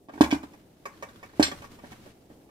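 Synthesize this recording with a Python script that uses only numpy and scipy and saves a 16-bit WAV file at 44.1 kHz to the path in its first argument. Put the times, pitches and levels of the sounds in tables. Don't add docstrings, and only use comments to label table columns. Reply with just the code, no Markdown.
import sys
import numpy as np
from scipy import signal
from scipy.fft import rfft, irfft
from scipy.io import wavfile
from scipy.ndimage import uniform_filter1d

SR = 44100
rng = np.random.default_rng(int(sys.argv[2]) if len(sys.argv) > 2 else 0)


def inscribe(sig):
    pcm = np.round(np.clip(np.atleast_2d(sig).T, -1, 1) * 32767)
    wavfile.write(sys.argv[1], SR, pcm.astype(np.int16))


def ratio(d):
    e = np.asarray(d, float) / 20
    return 10 ** e


N = 110250

# t/s, force level/dB, drum mode f/Hz, splitting of the mode pair/Hz, slab level/dB
FIRST_LANDINGS = [(.086, -42.5, 295, 10, 1.5), (.139, -40, 293, 10, -3), (.156, -37.5, 302, 11, -2),
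                  (.178, -40.5, 339, 9, 6.5), (.2078, -2.5, 307, 20.3, -3), (.2365, -27, 275, 8.1, -0.5),
                  (.263, -28.5, 265, 7.5, -2), (.3258, -11, 296.7, 2.7, -6), (.344, -24, 296, 5, -3),
                  (.357, -28, 297, 4.6, -10), (.4355, -32, 291, 9.5, -1.5), (.54, -48, 320, 11, 1.5)]
SECOND_LANDINGS = [
    (1.3961, -3.5, 317, 26, -1),
    (1.4062, -19, 297, 11, -2),
    (1.4188, -19.5, 294, 10, 0.5),
    (1.483, -36.5, 308, 8.8, 11),
    (1.521, -36, 292, 12, 10),
    (1.838, -34, 253, 8.9, 2.5),
    (2.065, -50, 305, 10, 12),
    (2.301, -47, 290.4, 9, 8.5),
    (2.314, -46, 268, 10, 1.5),
]


def evened(x):
    return x / np.sqrt(np.mean(x ** 2) + 1e-20)


def read(points, hz):
    f, value = np.transpose(points)
    return np.interp(np.log(hz + 1), np.log(f + 1), value)


def add(mix, s, sound):
    part = mix[round(s * SR):][:len(sound)]
    part += sound[:len(part)]


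def ring(modes, scale=1):
    t = np.arange(SR // 2) / SR
    hz, db, t60 = np.transpose(modes)[:, :, None]
    partials = ratio(db - 60 * t / t60) * np.sin(2 * np.pi * hz * scale * t)
    return partials.sum(0)


def burst(colour, t60, rise_s=0.00048):
    t = np.arange(8192) / SR
    gain = ratio(read(colour, np.fft.rfftfreq(8192, 1 / SR)))
    noise = irfft(rfft(rng.standard_normal(8192)) * gain)
    return evened(noise) * np.minimum(t / rise_s, 1) * ratio(-60 * t / t60)


def chatter(length_s, first_db, linger):
    t = np.arange(2000) / SR
    envelope = np.exp(-(t / length_s) ** 2) + linger * (1 - t / t.max())
    impacts = rng.standard_normal(2000) ** 3 * envelope
    return impacts / np.linalg.norm(impacts) + ratio(first_db) * (t == 0)


def pair(size):
    # f/Hz, coherence between the microphones
    coherence = [(30, .75), (130, .93), (300, .95), (640, .5), (1400, .08), (15000, .0)]
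    hz = np.fft.rfftfreq(size, 1 / SR)
    a, b = rfft(rng.standard_normal((2, size)))
    same = np.clip(read(coherence, hz), -1, 1)
    return hz, np.array([a, same * a + np.sqrt(1 - same ** 2) * b])


def first_dumbbell():
    # f/Hz, level/dB, T60/s
    slab = [(395, -7, .045), (490, -13, .03), (598, -12, .04), (650, -15, .03), (705, -9, .045),
            (790, -13, .03), (850, -13, .03), (905, -6, .035), (985, -7, .035), (1080, -17, .03)]
    # f/Hz, level/dB, T60/s
    plate = [(1580, -4, .03), (2070, -12, .03), (2304, -2, .045), (2401, -2, .045), (2630, -8, .025),
             (2935, -5, .025), (3335, -5, .025), (3600, -12, .025), (3905, -9, .06), (4350, -13, .03),
             (4745, -14, .04), (4950, -16, .04), (5418, -11, .07), (6630, -20, .04)]
    # t/s, level/dB, clatter level/dB
    shakes = [
        (.209, -50, -21),
        (.218, -48, -34),
        (.238, -38.5, -30),
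        (.3075, -43.5, -40),
        (.3125, -33.5, -45),
        (.318, -48, -49),
        (.327, -40.5, -39.5),
        (.345, -58, -40),
        (.431, -68, -46),
    ]
    # f/Hz, level/dB per Hz
    clatter = [(300, -16), (900, -5), (1500, -2), (2800, -11.5), (4000, -14), (7000, -19.5), (12000, -30),
               (16000, -27)]
    thump = floor(FIRST_LANDINGS, slab, push_gain=-1.14, t60=0.055)
    return thump + plates(shakes, plate, clatter, length_s=0.0013)


def second_dumbbell():
    # f/Hz, level/dB, T60/s
    slab = [(400, -9, .04), (490, -11, .03), (590, -7, .045), (645, -15, .03), (700, -12, .04),
            (765, -17, .03), (830, -17, .04), (964, -24, .035), (1663, -27, .03)]
    # f/Hz, level/dB, T60/s
    plate_one = [(3465, -8, .07), (4178, -5, .07), (4300, -6, .02), (4370, -6, .07), (4537, -8, .07),
                 (5254, -6, .09), (5840, -5, .1), (6903, -15, .09), (7443, -10, .16), (8140, -12, .1),
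                 (9838, -22, .1), (10800, -20, .09), (11850, -13, .1), (13840, -29, .07)]
    plate_two = [(2105, -8, .07), (3285, -6, .06), (3570, -8, .06), (3940, -5, .06), (4115, -7, .05),
                 (4245, -6, .05), (4880, -11, .06), (5705, -9, .07), (6350, -17, .05), (7560, -11, .05),
                 (8330, -10, .06), (9200, -18, .07), (11150, -16, .07), (13150, -27, .08)]
    # t/s, level/dB, clatter level/dB
    shakes_one = [
        (1.399, -65.5, -44),
        (1.4272, -27, -22.5),
        (1.434, -43.5, -39),
        (1.445, -41.5, -32.5),
        (1.466, -45, -37.5),
        (1.515, -58, -51),
    ]
    shakes_two = [
        (1.4258, -47, -35),
        (1.4276, -36.5, -31),
        (1.435, -33.5, -33.5),
        (1.449, -41.5, -42),
        (1.481, -46.5, -42.5),
    ]
    # f/Hz, level/dB per Hz
    clatter = [(500, -34), (1200, -5.5), (2400, -1.5), (4300, -9.5), (6000, -11), (7000, -28), (15000, -36),
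               (16000, -49.5)]
    thump = floor(SECOND_LANDINGS, slab, push_gain=0.86, t60=0.047)
    clink_one = plates(shakes_one, plate_one, clatter, length_s=0.0012)
    clink_two = plates(shakes_two, plate_two, clatter, length_s=0.0012)
    return thump + clink_one + clink_two


def floor(landings, slab, push_gain, t60):
    # f/Hz, level/dB per Hz
    slap = [(300, -15), (500, -7.5), (900, -6), (1500, -2.5), (2500, -12.5), (4000, -22), (7000, -19),
            (16000, -35)]
    contact_s, build_s = 0.00096, 0.00043
    slap_db, slap_t60 = -26, 0.11
    out, t = np.zeros(N), np.arange(SR // 2) / SR
    push = np.sin(np.pi * np.clip(t[:200] / contact_s, 0, 1))
    push = push / push.sum()
    for s, db, hz, split, slab_db in landings:
        beating = ring([(hz - split / 2, -6, t60), (hz + split / 2, -6, t60)])
        drum = beating * (1 - np.exp(-t / build_s))
        modes = drum + ratio(slab_db) * ring(slab)
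        add(out, s, push_gain * ratio(db) * np.convolve(modes, push))
        add(out, s, ratio(db + slap_db) * burst(slap, slap_t60))
    return out


def plates(shakes, modes, colour, length_s):
    out = np.zeros(N)
    for s, db, clatter_db in shakes:
        twin_ratio = 1.02 + 0.012 * rng.standard_normal()
        body = ring(modes) + 0.05 * ring(modes, twin_ratio)
        contacts = chatter(length_s, first_db=4, linger=0.09)
        add(out, s, ratio(db) * signal.fftconvolve(body, contacts))
        add(out, s, ratio(clatter_db) * burst(colour, t60=0.06))
    return out


def housing():
    # f/Hz, level/dB, T60/s
    shell = [(490, -5, .025), (533, -2, .025), (640, -4, .022), (725, -3, .022), (850, -7, .022),
             (960, -4, .018), (1062, -2, .02), (1150, -6, .018), (1760, -8, .025), (2050, -9, .025),
             (2230, -9, .025), (2550, -18, .02), (4950, -20, .025)]
    # t/s, body level/dB, rattle level/dB, frequency factor
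    knocks = [(.086, -48.5, -71, 0.94), (.095, -43, -69, 0.59), (0.136, -47, -54.5, 0.63),
              (.177, -42.5, -71, 0.68), (.535, -62.5, -54.5, 1.55), (.855, -35.5, -37, 0.99),
              (1.025, -35, -41, 1.03), (1.09, -60.5, -52.5, 1.1), (1.229, -41.5, -47.5, 1.02),
              (1.295, -60, -68, 1.2), (1.335, -51.5, -65, 0.84), (1.515, -37.5, -43, 1.6),
              (1.62, -45, -48.5, 1.2), (1.641, -44, -49, 1.05), (1.788, -50, -61, 1.025),
              (1.842, -46, -67, 0.82), (1.918, -48, -48.5, 1.53), (2.064, -53, -63, .75),
              (2.299, -69, -68.5, 1.4), (2.317, -64, -78, 0.58), (2.49, -57.5, -76.5, 1)]
    # f/Hz, level/dB per Hz
    rattle = [(300, -34), (650, 7), (1100, 7), (2300, 8), (3200, -19.5), (6000, -5.5), (11000, -20),
              (16000, -17)]
    out = np.zeros(N)
    for s, db, rattle_db, scale in knocks:
        shudder = chatter(0.013, first_db=-4.5, linger=0.36)
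        add(out, s, ratio(db) * signal.fftconvolve(ring(shell, scale), shudder))
        add(out, s, ratio(rattle_db) * burst(rattle, t60=0.079, rise_s=0.00025))
    return signal.lfilter(*signal.butter(2, 420, "high", fs=SR), out)


def latch():
    # t/s, level/dB, frequency factor
    ticks = [
        (1.0883, -49, 1.03),
        (1.132, -66.5, 1.1),
        (1.1594, -49.5, 0.94),
        (1.196, -56, 1),
        (1.294, -57, 1.2),
        (0.939, -56, 1.22),
        (.969, -68, 1),
    ]
    # f/Hz, level/dB, T60/s
    latch_modes = [(1440, 2, 0.034), (3615, -0.5, 0.0078), (4570, -8.5, 0.0053)]
    out = np.zeros(N)
    for s, db, scale in ticks:
        add(out, s, ratio(db) * ring(latch_modes, scale))
    return out


def cloth():
    # t/s, rustle level/dB
    movement = [(0, -105), (0.091, -82), (0.139, -53.5), (.2, -57), (.55, -62), (.68, -67), (.84, -68),
                (.95, -59), (1.35, -58.5), (1.6, -51.5), (1.75, -55.5), (1.801, -63.5), (1.86, -55),
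                (1.93, -51.5), (2.0, -57), (2.101, -53.5), (2.163, -66), (2.5, -70.5)]
    # f/Hz, level/dB per Hz
    fibres = [(40, -5.5), (110, 0.5), (300, -2.5), (600, -17), (1300, -14), (3800, -19), (8000, -26),
              (16000, -31.5)]

    def swing(db, width):
        slow = uniform_filter1d(uniform_filter1d(rng.standard_normal(N), width), width)
        return ratio(db * evened(slow))

    hz, z = pair(N)
    rustle = evened(irfft(z * ratio(read(fibres, hz)), N))
    flicker = swing(1.2, 200)
    clumps = swing(1.5, 900)
    t, db = np.transpose(movement)
    return rustle * flicker * clumps * ratio(np.interp(np.arange(N) / SR, t, db))


def early(x):
    taps = np.zeros((2, 1500))
    at = (40 + 0.015 * SR * rng.random((2, 8))).astype(int).clip(0, 1499)
    strength = rng.choice([-1., 1.], at.shape) * ratio(-9 * at / 700)
    np.put_along_axis(taps, at, strength, 1)
    bright = signal.lfilter(*signal.butter(1, 700, "high", fs=SR), x)
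    return ratio(-6.5) * signal.fftconvolve(bright[None], taps, axes=1)[:, :N]


def boom():
    out, t = np.zeros(N), np.arange(SR // 2) / SR
    swell = 1 - np.exp(-t / 0.012)
    for s, db, *_ in FIRST_LANDINGS + SECOND_LANDINGS:
        add(out, s, ratio(db) * ring([(74.8, -30, 0.33), (128, -32, .15)]) * swell)
    return out


def room(x):
    # f/Hz, T60/s
    decay = [(60, 0.82), (300, 0.12), (1000, 0.3), (4000, 0.18), (12000, 0.33)]
    x = x - 0.71 * signal.lfilter(*signal.butter(1, 450, fs=SR), x)
    noise = irfft(pair(SR // 2)[1], SR // 2)
    hz, t, z = signal.stft(noise, SR, nperseg=256)
    tail = signal.istft(z * ratio(-60 * t / read(decay, hz)[:, None]), SR, nperseg=256)[1]
    tail = tail * np.clip((np.arange(tail.shape[1]) / SR - .003) / 0.016, 0, 1)
    tail = tail / np.linalg.norm(tail[0])
    return ratio(-7.5) * signal.fftconvolve(x[None], tail, axes=1)[:, :N]


def hum():
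    # f/Hz, level/dB per Hz
    air = [(12, -46.5), (20, -4.5), (110, -3), (310, 1.5), (513, -4.5), (802, -10), (1370, -27),
           (11400, -29), (16000, -29)]
    hz, z = pair(N)
    lumps = ratio(1.5 * evened(uniform_filter1d(rng.standard_normal(N), 2500)))
    level_db = -59.5 - 2.5 * (np.arange(N) < 0.09 * SR)
    return ratio(level_db) * lumps * evened(irfft(z * ratio(read(air, hz)), N))


def scene():
    x = first_dumbbell() + second_dumbbell() + housing() + latch()
    x = signal.lfilter(*signal.butter(2, 213, "high", fs=SR), x)
    near = x + boom()
    lag_s, left_db = 0.00023, -3
    left = ratio(left_db) * np.roll(near, round(lag_s * SR))
    direct = np.array([left, near])
    return direct + early(x) + room(x) + cloth() + hum()


def band_limit(x):
    return signal.sosfilt(signal.butter(12, 16470, fs=SR, output="sos"), x)


def record(dry):
    limited = 1.482 * np.tanh(dry / 1.116)
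    edge = signal.firwin(101, 15600, fs=SR)
    edged = signal.oaconvolve(limited, edge[None], "same")
    return band_limit(edged)


dry = scene()
out = record(dry)
inscribe(out)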